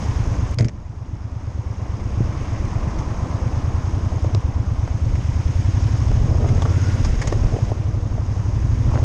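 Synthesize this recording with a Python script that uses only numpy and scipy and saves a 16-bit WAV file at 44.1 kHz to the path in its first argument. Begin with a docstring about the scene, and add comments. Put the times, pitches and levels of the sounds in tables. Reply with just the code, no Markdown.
"""In a traffic queue: a V-twin motorcycle idles, blips and pulls away, heard by a boxed-in helmet microphone.
Engine: two uneven exhaust beats and an intake thud per cycle, as swelling rings, plus gas noise and gear whine.
Knocks: noise cracks, decaying shell tones, low bumps and clicks on helmet and mount.
Behind: shaped noise for wind, traffic wash, a passing van and hiss, and cavity-rung valve ticks.
Engine and surroundings sink at two moments, deeply then slightly, and creep back."""
import sys
import numpy as np
from scipy import signal
from scipy.io import wavfile
from scipy.ndimage import uniform_filter1d

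SR = 44100
rng = np.random.default_rng(int(sys.argv[2]) if len(sys.argv) > 2 else 0)


def voltage_ratio(level):
    """Linear amplitude factor for a level in decibels (scalar or array-like)."""
    return 10 ** (np.asarray(level, float) / 20)


def digitize_waveform(pressure):
    """Quantize a signal to 16-bit integers and store it at the path in sys.argv[1].

    Rows of a 2-D input are taken as channels; values are limited to [-1, 1].
    """
    field = np.atleast_2d(pressure).T
    bounded = np.clip(field, -1, 1)
    quanta = np.round(bounded * 32767).astype(np.int16)
    wavfile.write(sys.argv[1], SR, quanta)


N = 398663

# engine speed, four-stroke cycles: time_s, speed_cycles_per_s
ENGINE_SPEED = [(0.0, 9.049), (0.88, 8.394), (1.4, 8.815), (2.12, 8.434), (2.44, 8.579), (3.4, 8.506),
                (3.96, 10.859), (4.44, 8.791), (5.04, 8.495), (5.38, 9.564), (6.91, 17.256), (7.04, 16.481),
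                (7.36, 11.454), (7.53, 10.801), (7.72, 11.631), (8.5, 11.815), (9.04, 14.086)]
# front exhaust, rear exhaust, intake thud: crest_place_cycles, ring_hz (near 9 cycles/s), rise_s, fall_s,
# level_db, scatter_db
CYCLE_BEATS = [(-.348, 75, .0085, .0085, -3, 1.), (0, 103, .0075, .0062, 0, 1.),
               (.24, 78, .005, .0035, -10, 1.5)]
# engine load: time_s, exhaust_level_db, front_beat_offset_db
ENGINE_LOAD = [(0, -19.5, -0.5), (.9, -17.5, -1), (1.5, -16.5, -1), (2.4, -23, 1), (3.2, -22.5, -0.5),
               (3.6, -20.5, 2.5), (5.1, -20, 3.5), (5.8, -17.5, 1.5), (6.5, -19, 2.5), (6.9, -18.5, -1),
               (7.25, -23, -11), (7.5, -18.5, -12), (7.9, -18, 3), (8.2, -21.5, 2), (9.04, -17, -1.5)]
# microphone cavity resonances: centre_hz, width_hz, level_db
CAVITY_MODES = [(5130, 280, -3), (6596, 160, -5.5)]
# knocks on helmet and mount: start_s, crack_level_db, mount_ring_hz, thud_level_db, thud_centre_hz, crack_t60_s
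KNOCK_EVENTS = [(0.5858, -10.5, 5040, -26, 457, 0.036), (.591, -31.5, 2210, -31, 450, .22),
                (.597, -27, 2000, -23, 510, 0.052), (0.6076, -17.5, 2240, -23, 286, 0.03),
                (0.623, -29, 2000, -24, 330, 0.046), (0.6453, -20, 4970, -35.5, 300, 0.044),
                (0.6512, -32, 2000, -28, 300, 0.07), (0.6836, -22, 5600, -36, 494, 0.027),
                (0.693, -36, 2000, -37, 400, 0.026), (2.2021, -41, 2000, -16.5, 336, 0.03),
                (2.986, -24, 6000, -36, 900, 0.085), (3.012, -50, 2000, -32, 900, 0.044),
                (4.117, -33, 2000, -24, 580, 0.028), (4.245, -39, 2000, -17.5, 464, 0.022),
                (4.348, -16.5, 5140, -13, 420, 0.015), (4.877, -34, 5030, -26.5, 600, 0.02),
                (5.1527, -26.5, 2500, -35, 600, 0.065), (6.115, -26, 2000, -22, 600, 0.025),
                (6.4877, -21.5, 1790, -36.5, 600, .04), (6.62, -16.5, 3180, -25, 900, 0.044),
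                (6.652, -35, 1200, -23.5, 795, 0.043), (7.0466, -14.5, 5220, -31.5, 970, 0.075),
                (7.2155, -11.5, 1980, -37, 1100, 0.086), (7.272, -12, 6400, -31, 755, 0.064),
                (7.3235, -19.5, 5200, -12.5, 473, 0.028), (7.325, -30, 1800, -19, 1510, 0.024),
                (7.7172, -32, 1800, -11, 488, 0.016), (8.18, -45, 2000, -25.5, 600, 0.03),
                (8.937, -34, 3000, -25, 800, .018), (8.987, -40, 2000, -22, 620, .018)]
# heavy bumps through the body: start_s, level_db, pitch_hz, t60_s
BUMP_EVENTS = [(.571, -11.5, 118.5, 0.21), (0.6019, -3, 111.5, 0.15), (0.648, -5, 122, 0.067),
               (2.172, -10, 101, 0.13), (2.203, -9, 118, 0.17), (2.246, -11, 75, 0.045),
               (4.341, -1.5, 97.5, 0.1), (6.497, -1.5, 101, 0.1), (7.334, -12.5, 108.7, 0.34),
               (7.41, -7.5, 70, 0.2), (8.942, -25, 119, 0.14)]
# crack noise spectrum: frequency_hz, density_db_per_hz
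CRACK_SPECTRUM = [(530, -20), (900, -3), (1270, -10.5), (2110, -1.5), (2680, -15), (3300, -9.5),
                  (4030, -17.5), (4910, -10), (5480, -11.5), (6450, -9.5), (7880, -19), (10200, -33),
                  (17300, -120)]
# helmet shell modes: pitch_hz, level_db, thud_t60_share
SHELL_MODES = [(210, 19, 0.77), (258, -1, 1.4), (330, 4.5, 1.08), (415, 0.5, 0.7), (473, 7, 0.37),
               (600, 3.5, 0.89), (682, 3.5, 0.54), (902, 7.5, 0.51), (1144, 7.5, 0.57), (1870, 1.5, 0.53),
               (2130, -12, 0.74)]
# dry ticks of strap or visor: start_s, level_db, top_hz
TICK_EVENTS = [(.5125, -31, 9150), (0.5448, -27.5, 9000), (4.3485, -24, 1500), (4.877, -28, 1800),
               (6.1155, -26.5, 1400), (6.383, -30, 1300), (6.448, -30, 1300), (6.461, -27, 1300),
               (6.655, -20.5, 1300), (6.6595, -21, 1300), (6.722, -30, 1300), (8.895, -28, 1210),
               (8.917, -27, 1300), (8.9565, -19, 1400), (8.968, -25.5, 1100), (8.9762, -20.5, 1700)]
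# traffic and road wash; valve-gear and air hiss: time_s, wash_level_db, hiss_level_db
SURROUNDING_LEVELS = [(0, -32, -42), (.5, -33.5, -46), (1, -32.5, -46.5), (2.4, -34, -47), (3.2, -31, -47),
                      (4.2, -34.5, -47), (4.55, -35.5, -50), (5.3, -37, -45.5), (5.9, -34.5, -43),
                      (6.35, -35, -45), (6.9, -33.5, -40), (7.1, -37, -41.5), (7.5, -35, -44.5),
                      (8.2, -36, -48.5), (8.8, -38, -47), (8.95, -31, -44.5), (9.04, -35, -45)]
# gusts on the helmet: peak_s, half_width_s (1/e amplitude), buffet_level_db, roar_level_db
GUST_EVENTS = [(.02, 0.065, -28.5, -50), (.28, 0.13, -23, -57), (.63, 0.056, -32, -29),
               (.85, 0.39, -23.5, -64), (1.8, 0.52, -31, -42), (2.25, 0.19, -22.5, -43),
               (2.95, 0.28, -27.5, -53), (4.2, 0.2, -36, -40), (5.17, 0.23, -24, -51),
               (6.2, 0.15, -20, -40.5), (6.32, .07, -35, -34), (6.5, 0.2, -24, -30),
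               (7.05, 0.15, -19.5, -38), (7.25, 0.12, -19.5, -34.5), (7.43, 0.1, -17.5, -35),
               (7.55, 0.035, -35, -31), (7.8, 0.53, -28, -38.5), (8.75, 0.27, -26, -45),
               (8.88, 0.02, -13.5, -39), (8.97, 0.037, -35, -32), (9.04, 0.021, -41, -26.5)]
# wind buffet spectrum: frequency_hz, density_db_per_hz
BUFFET_SPECTRUM = [(12, -19.5), (25, 1), (40, 3), (60, -9), (130, -11.5), (260, -22.5), (400, -33.5),
                   (800, -51.5), (2000, -100)]
# tearing wind roar spectrum: frequency_hz, density_db_per_hz
ROAR_SPECTRUM = [(150, -26.5), (250, -4.5), (400, 3.5), (650, -3.5), (1000, -24), (1600, -32),
                 (3000, -48.5), (6000, -100)]
# traffic wash spectrum: frequency_hz, density_db_per_hz
WASH_SPECTRUM = [(100, -20), (170, 7), (199, -13), (278, 3), (365, -10.5), (514, -7.5), (850, -9.5),
                 (1030, -7.5), (1520, -20), (2600, -40), (3380, -47.5), (5720, -120)]
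# van tyre hiss spectrum: frequency_hz, density_db_per_hz
TYRE_SPECTRUM = [(1000, -27.5), (1500, -2), (2100, 5.5), (2700, -1.5), (3500, -14), (6000, -55),
                 (12000, -110)]
# air and valve-gear hiss spectrum: frequency_hz, density_db_per_hz
HISS_SPECTRUM = [(900, -15), (1500, 1), (2050, 1), (2600, -2.5), (3400, -5.5), (4300, -10), (5150, -3),
                 (6000, -4), (6600, -7), (7200, -13), (8000, -16), (9300, -22.5), (10500, -28.5),
                 (12000, -31.5), (13200, -41), (14000, -55.5), (17000, -94)]
# level dips: start_s, depth_db
LEVEL_SINKS = [(0.54, -12.5), (7.705, -2.5)]

START_CYCLES = .12  # cycle position at 0 s, from the rear beat's crest
IDLE_CYCLES_PER_S = 8.5
GAS_DB_PER_SPEED = 0.59  # dB per cycle/s above idle, over the beats
WHINE_ORDER = 84.5  # whine periods per engine cycle
# at idle; per cycle/s above idle; per cycle/s^2 of pull
WHINE_DB, WHINE_DB_PER_SPEED, WHINE_DB_PER_PULL = -73, 3.1, .3
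MOUNT_RING_WIDTH_HZ, MOUNT_RING_DB = 800, -5  # ring level over the crack noise
CRACK_RISE_PER_T60 = .03
THUD_T60_PER_CRACK_T60 = 1.7
BREEZE_BUFFET_DB, BREEZE_ROAR_DB = -29.5, -49
VAN_DB, VAN_CLOSEST_S, VAN_PASS_S = -50.5, 2.33, .55  # level at closest, when, time scale
SINK_FALL_S, SINK_HOLD_S, CREEP_DB_PER_S = 0.012, 0.33, 8


def evened(x):
    """Scales to rms 1."""
    return x / np.sqrt(np.mean(x ** 2) + 1e-20)


def curves(rows):
    """Interpolates every table column at each sample."""
    time_s, *columns = np.transpose(rows)
    return [np.interp(np.arange(N) / SR, time_s, column) for column in columns]


def add(mix, start_s, sound):
    """Mixes a sound in at start_s."""
    part = mix[max(round(start_s * SR), 0):][:len(sound)]
    part += sound[:len(part)]


def resonate(x, hz, width_hz):
    """Resonator: shifts hz (constant or curve) to zero, smooths, shifts back."""
    turn = np.exp(2j * np.pi * np.cumsum(hz * np.ones(len(x))) / SR)
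    r = np.exp(-np.pi * width_hz / SR)
    return 2 * (turn * signal.lfilter([1 - r], [1, -r], x / turn)).real


def noise(spectrum, size, patchy_db, flicker_db, wide=8, long=6):
    """Random short-time spectra with drifting patches and a flicker shared by all bands."""
    frames, hz = 4 * N // size + 5, np.fft.rfftfreq(size, 1 / SR)
    real, imag, patches = rng.standard_normal((frames, len(hz), 3)).T
    patches = uniform_filter1d(patches, int(wide), 0)
    patches = evened(uniform_filter1d(patches, int(long), 1))
    flicker = evened(uniform_filter1d(rng.standard_normal(frames), 3))
    table_hz, table_db = np.transpose(spectrum)
    shape_db = np.interp(np.log(hz + 1), np.log(table_hz + 1), table_db)[:, None]
    shape_db = shape_db + patchy_db * patches + flicker_db * flicker
    bins = (real + 1j * imag) * voltage_ratio(shape_db)
    return evened(signal.istft(bins, nperseg=size, noverlap=3 * size // 4)[1][:N])


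def beat_ring(hz, rise_s, fall_s):
    """A suck then a push: tone swells and dies in a few cycles, rising in pitch; crest 30 ms in."""
    t = np.arange(round(.12 * SR)) / SR - .03
    u = t + .28 / hz  # strongest just before the crest
    shape = np.where(u < 0, np.exp(-(u / rise_s) ** 2), 1 / np.cosh(u / fall_s))
    return shape * np.cos(2 * np.pi * hz * t * (1 + 2.5 * np.clip(t, -.02, .02)))


def beats_and_puffs(speed, front_db):
    """Each beat rings at its place in the cycle, higher with speed; a gas puff rides on it."""
    cycles = START_CYCLES + np.cumsum(speed) / SR
    beats, puffs = np.zeros((2, N))
    for k, (place, hz, rise_s, fall_s, level_db, scatter_db) in enumerate(CYCLE_BEATS):
        front = k == 0
        crests = np.flatnonzero(np.diff(np.floor(cycles - place)))
        chance = rng.standard_normal((len(crests), 3))
        for at, (strong, pitch, late) in zip(crests, chance):
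            ring_hz = hz * (1 + .02 * pitch) * (speed[at] / 9) ** (0.057 + 0.22 * front)
            gain = voltage_ratio(level_db + scatter_db * strong + front * front_db[at])
            crest_s = at / SR + 0.00021 * late
            add(beats, crest_s - .03, gain * beat_ring(ring_hz, rise_s, fall_s))
            add(puffs, crest_s - .01, gain * signal.windows.hann(round(0.031 * SR)))
    return beats, puffs


def gear_whine(speed):
    """Gear mesh: noise through two narrow resonators tracking engine speed."""
    pull = uniform_filter1d(np.gradient(speed) * SR, size=8000)  # cycles/s^2
    whine_db = WHINE_DB + WHINE_DB_PER_SPEED * (speed - IDLE_CYCLES_PER_S) + WHINE_DB_PER_PULL * pull
    mesh_hz = WHINE_ORDER * speed
    whine = resonate(resonate(rng.standard_normal(N), mesh_hz, 45), mesh_hz, 100)
    return voltage_ratio(whine_db) * evened(whine)


def engine():
    """Cycle beats carry gas noise that grows with speed; the gear whine adds to them."""
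    speed, = curves(ENGINE_SPEED)
    level_db, front_db = curves(ENGINE_LOAD)
    beats, puffs = beats_and_puffs(speed, front_db)
    gas = resonate(resonate(rng.standard_normal(N), 242, 120), 242, 120)
    gas_gain = voltage_ratio(-22 + GAS_DB_PER_SPEED * (speed - IDLE_CYCLES_PER_S))
    exhaust = evened(beats) + gas_gain * evened(gas * (.5 + puffs))
    return voltage_ratio(level_db) * exhaust + gear_whine(speed)


def valve_gear():
    """Small irregular ticks, denser with engine speed, ring the microphone cavity."""
    speed, = curves(ENGINE_SPEED)
    heights = voltage_ratio(2.9 * np.minimum(rng.exponential(1, N), 4))
    impulses = (rng.random(N) < 30 * speed / SR) * heights
    bursts = signal.lfilter([1], [1, -.97], impulses) * rng.standard_normal(N)
    modes = [voltage_ratio(db) * evened(resonate(resonate(bursts, hz, 2 * width_hz), hz, width_hz))
             for hz, width_hz, db in CAVITY_MODES]
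    return evened(sum(modes))


def knocks():
    """Cracks ring the mount; thuds excite shell modes near their centre frequency."""
    out, t = np.zeros(N), np.arange(SR // 3) / SR
    grit = noise(CRACK_SPECTRUM, size=256, patchy_db=1, flicker_db=.5)
    band = signal.butter(4, (700, 5000), "band", fs=SR, output="sos")
    click = signal.sosfilt(band, signal.unit_impulse(400))  # first contact of two hard faces
    for start_s, crack_db, ring_hz, thud_db, centre_hz, crack_t60_s in KNOCK_EVENTS:
        burst = grit[round(start_s * SR):][:len(t)]
        mount = resonate(burst, ring_hz, MOUNT_RING_WIDTH_HZ)
        mount = resonate(mount, ring_hz, 2 * MOUNT_RING_WIDTH_HZ)
        burst = burst + voltage_ratio(MOUNT_RING_DB) * evened(mount)
        snap = voltage_ratio(-60 * t / crack_t60_s) + .8 * voltage_ratio(-60 * t / 0.011)  # rattle + sharp edge
        snap = snap * np.minimum(t / (CRACK_RISE_PER_T60 * crack_t60_s), 1)
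        add(out, start_s, voltage_ratio(crack_db - 15) * snap[:len(burst)] * burst)
        click_gain = voltage_ratio(crack_db - 260 * crack_t60_s)  # short cracks start harder
        add(out, start_s + 0.001064, -click_gain * click / click.max())
        for (hz, mode_db, share), phase in zip(SHELL_MODES, rng.random(len(SHELL_MODES))):
            near_db = mode_db - 18 * np.log2(hz / centre_hz) ** 2
            thud_t60_s = share * THUD_T60_PER_CRACK_T60 * crack_t60_s
            fade = voltage_ratio(thud_db - 4 + near_db - 60 * t / thud_t60_s) * np.minimum(t / .002, 1)
            add(out, start_s, fade * np.sin(2 * np.pi * (hz * t + phase)))
    return out


def bumps():
    """Body-borne bumps: low decaying sines with a short rise."""
    out, t = np.zeros(N), np.arange(SR // 3) / SR
    for start_s, level_db, hz, t60_s in BUMP_EVENTS:
        fade = voltage_ratio(level_db - 60 * t / t60_s) * np.minimum(t / 0.0069, 1)
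        add(out, start_s, -fade * np.sin(2 * np.pi * hz * t))
    return out


def ticks():
    """Strap or visor: single band-passed impulses, without bass, dulled above top_hz."""
    out = np.zeros(N)
    for start_s, level_db, top_hz in TICK_EVENTS:
        band = signal.butter(3, (350, min(top_hz, 15000)), "band", fs=SR, output="sos")
        click = signal.sosfilt(band, signal.unit_impulse(600))
        add(out, start_s, -voltage_ratio(level_db) * click / click.max())
    return out


def gusts():
    """Buffet and roar gains: steady breeze plus bell-shaped gusts, summed as powers."""
    t = np.arange(N) / SR
    buffet_power, roar_power = np.ones((2, N)) * voltage_ratio([[BREEZE_BUFFET_DB], [BREEZE_ROAR_DB]]) ** 2
    for peak_s, half_s, buffet_db, roar_db in GUST_EVENTS:
        bell = np.exp(-2 * ((t - peak_s) / half_s) ** 2)
        buffet_power = buffet_power + voltage_ratio(buffet_db) ** 2 * bell
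        roar_power = roar_power + voltage_ratio(roar_db) ** 2 * bell
    return np.sqrt(buffet_power), np.sqrt(roar_power)


def wind():
    """Turbulence: lumpy low buffet, and roar slapped by densely shed eddies."""
    buffet_gain, roar_gain = gusts()
    buffet = noise(BUFFET_SPECTRUM, size=2048, patchy_db=1.5, flicker_db=1.2, wide=4, long=6)
    eddies = (rng.random(N) < 300 / SR) * rng.exponential(1, N)
    slaps = .8 + evened(signal.oaconvolve(eddies, signal.windows.hann(400))[:N])
    roar = noise(ROAR_SPECTRUM, size=256, patchy_db=2, flicker_db=1.2, wide=3, long=4)
    return buffet_gain * buffet + roar_gain * evened(slaps * roar)


def van():
    """Tyre hiss of a van crossing ahead, amplitude as 1 / distance."""
    distance = np.hypot(1, (np.arange(N) / SR - VAN_CLOSEST_S) / VAN_PASS_S)
    return voltage_ratio(VAN_DB) / distance * noise(TYRE_SPECTRUM, size=512, patchy_db=-3.0, flicker_db=-0.5)


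def surroundings():
    """Wind, traffic wash and van, and hiss with valve ticks in it."""
    wash_db, hiss_db = curves(SURROUNDING_LEVELS)
    wash = voltage_ratio(wash_db) * noise(WASH_SPECTRUM, size=1024, patchy_db=1.0, flicker_db=0.37)
    hiss = noise(HISS_SPECTRUM, size=256, patchy_db=1.42, flicker_db=0.32) + voltage_ratio(-15.5) * valve_gear()
    return wind() + wash + van() + voltage_ratio(hiss_db) * hiss


def sinking_db():
    """Each dip falls fast, holds, and creeps back at a steady dB rate."""
    t, total_db = np.arange(N) / SR, np.zeros(N)
    for start_s, depth_db in LEVEL_SINKS:
        corners_s = np.cumsum([0, SINK_FALL_S, SINK_HOLD_S, -depth_db / CREEP_DB_PER_S])
        total_db += np.interp(t - start_s, corners_s, [0, depth_db, depth_db, 0])
    return total_db


def scene():
    """One microphone; dips act on engine and surroundings, not on knocks, bumps and ticks."""
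    steady = voltage_ratio(sinking_db()) * (engine() + surroundings())
    return (steady + knocks() + bumps() + ticks())[None]


def band_limit(x):
    """A steep low-pass at the top of the band."""
    return signal.sosfilt(signal.butter(12, 14000, fs=SR, output="sos"), x)


def record(dry):
    """Narrow cavity peak, preamp rounding tall peaks, first-order bass cut at 12 Hz."""
    boxed = dry[0] + .8 * resonate(dry[0], 6480, 230)
    rounded = np.tanh(boxed)
    finished = signal.sosfilt(signal.butter(1, 12, "high", fs=SR, output="sos"), rounded)
    return band_limit(finished[None])


dry = scene()
out = record(dry)
digitize_waveform(out)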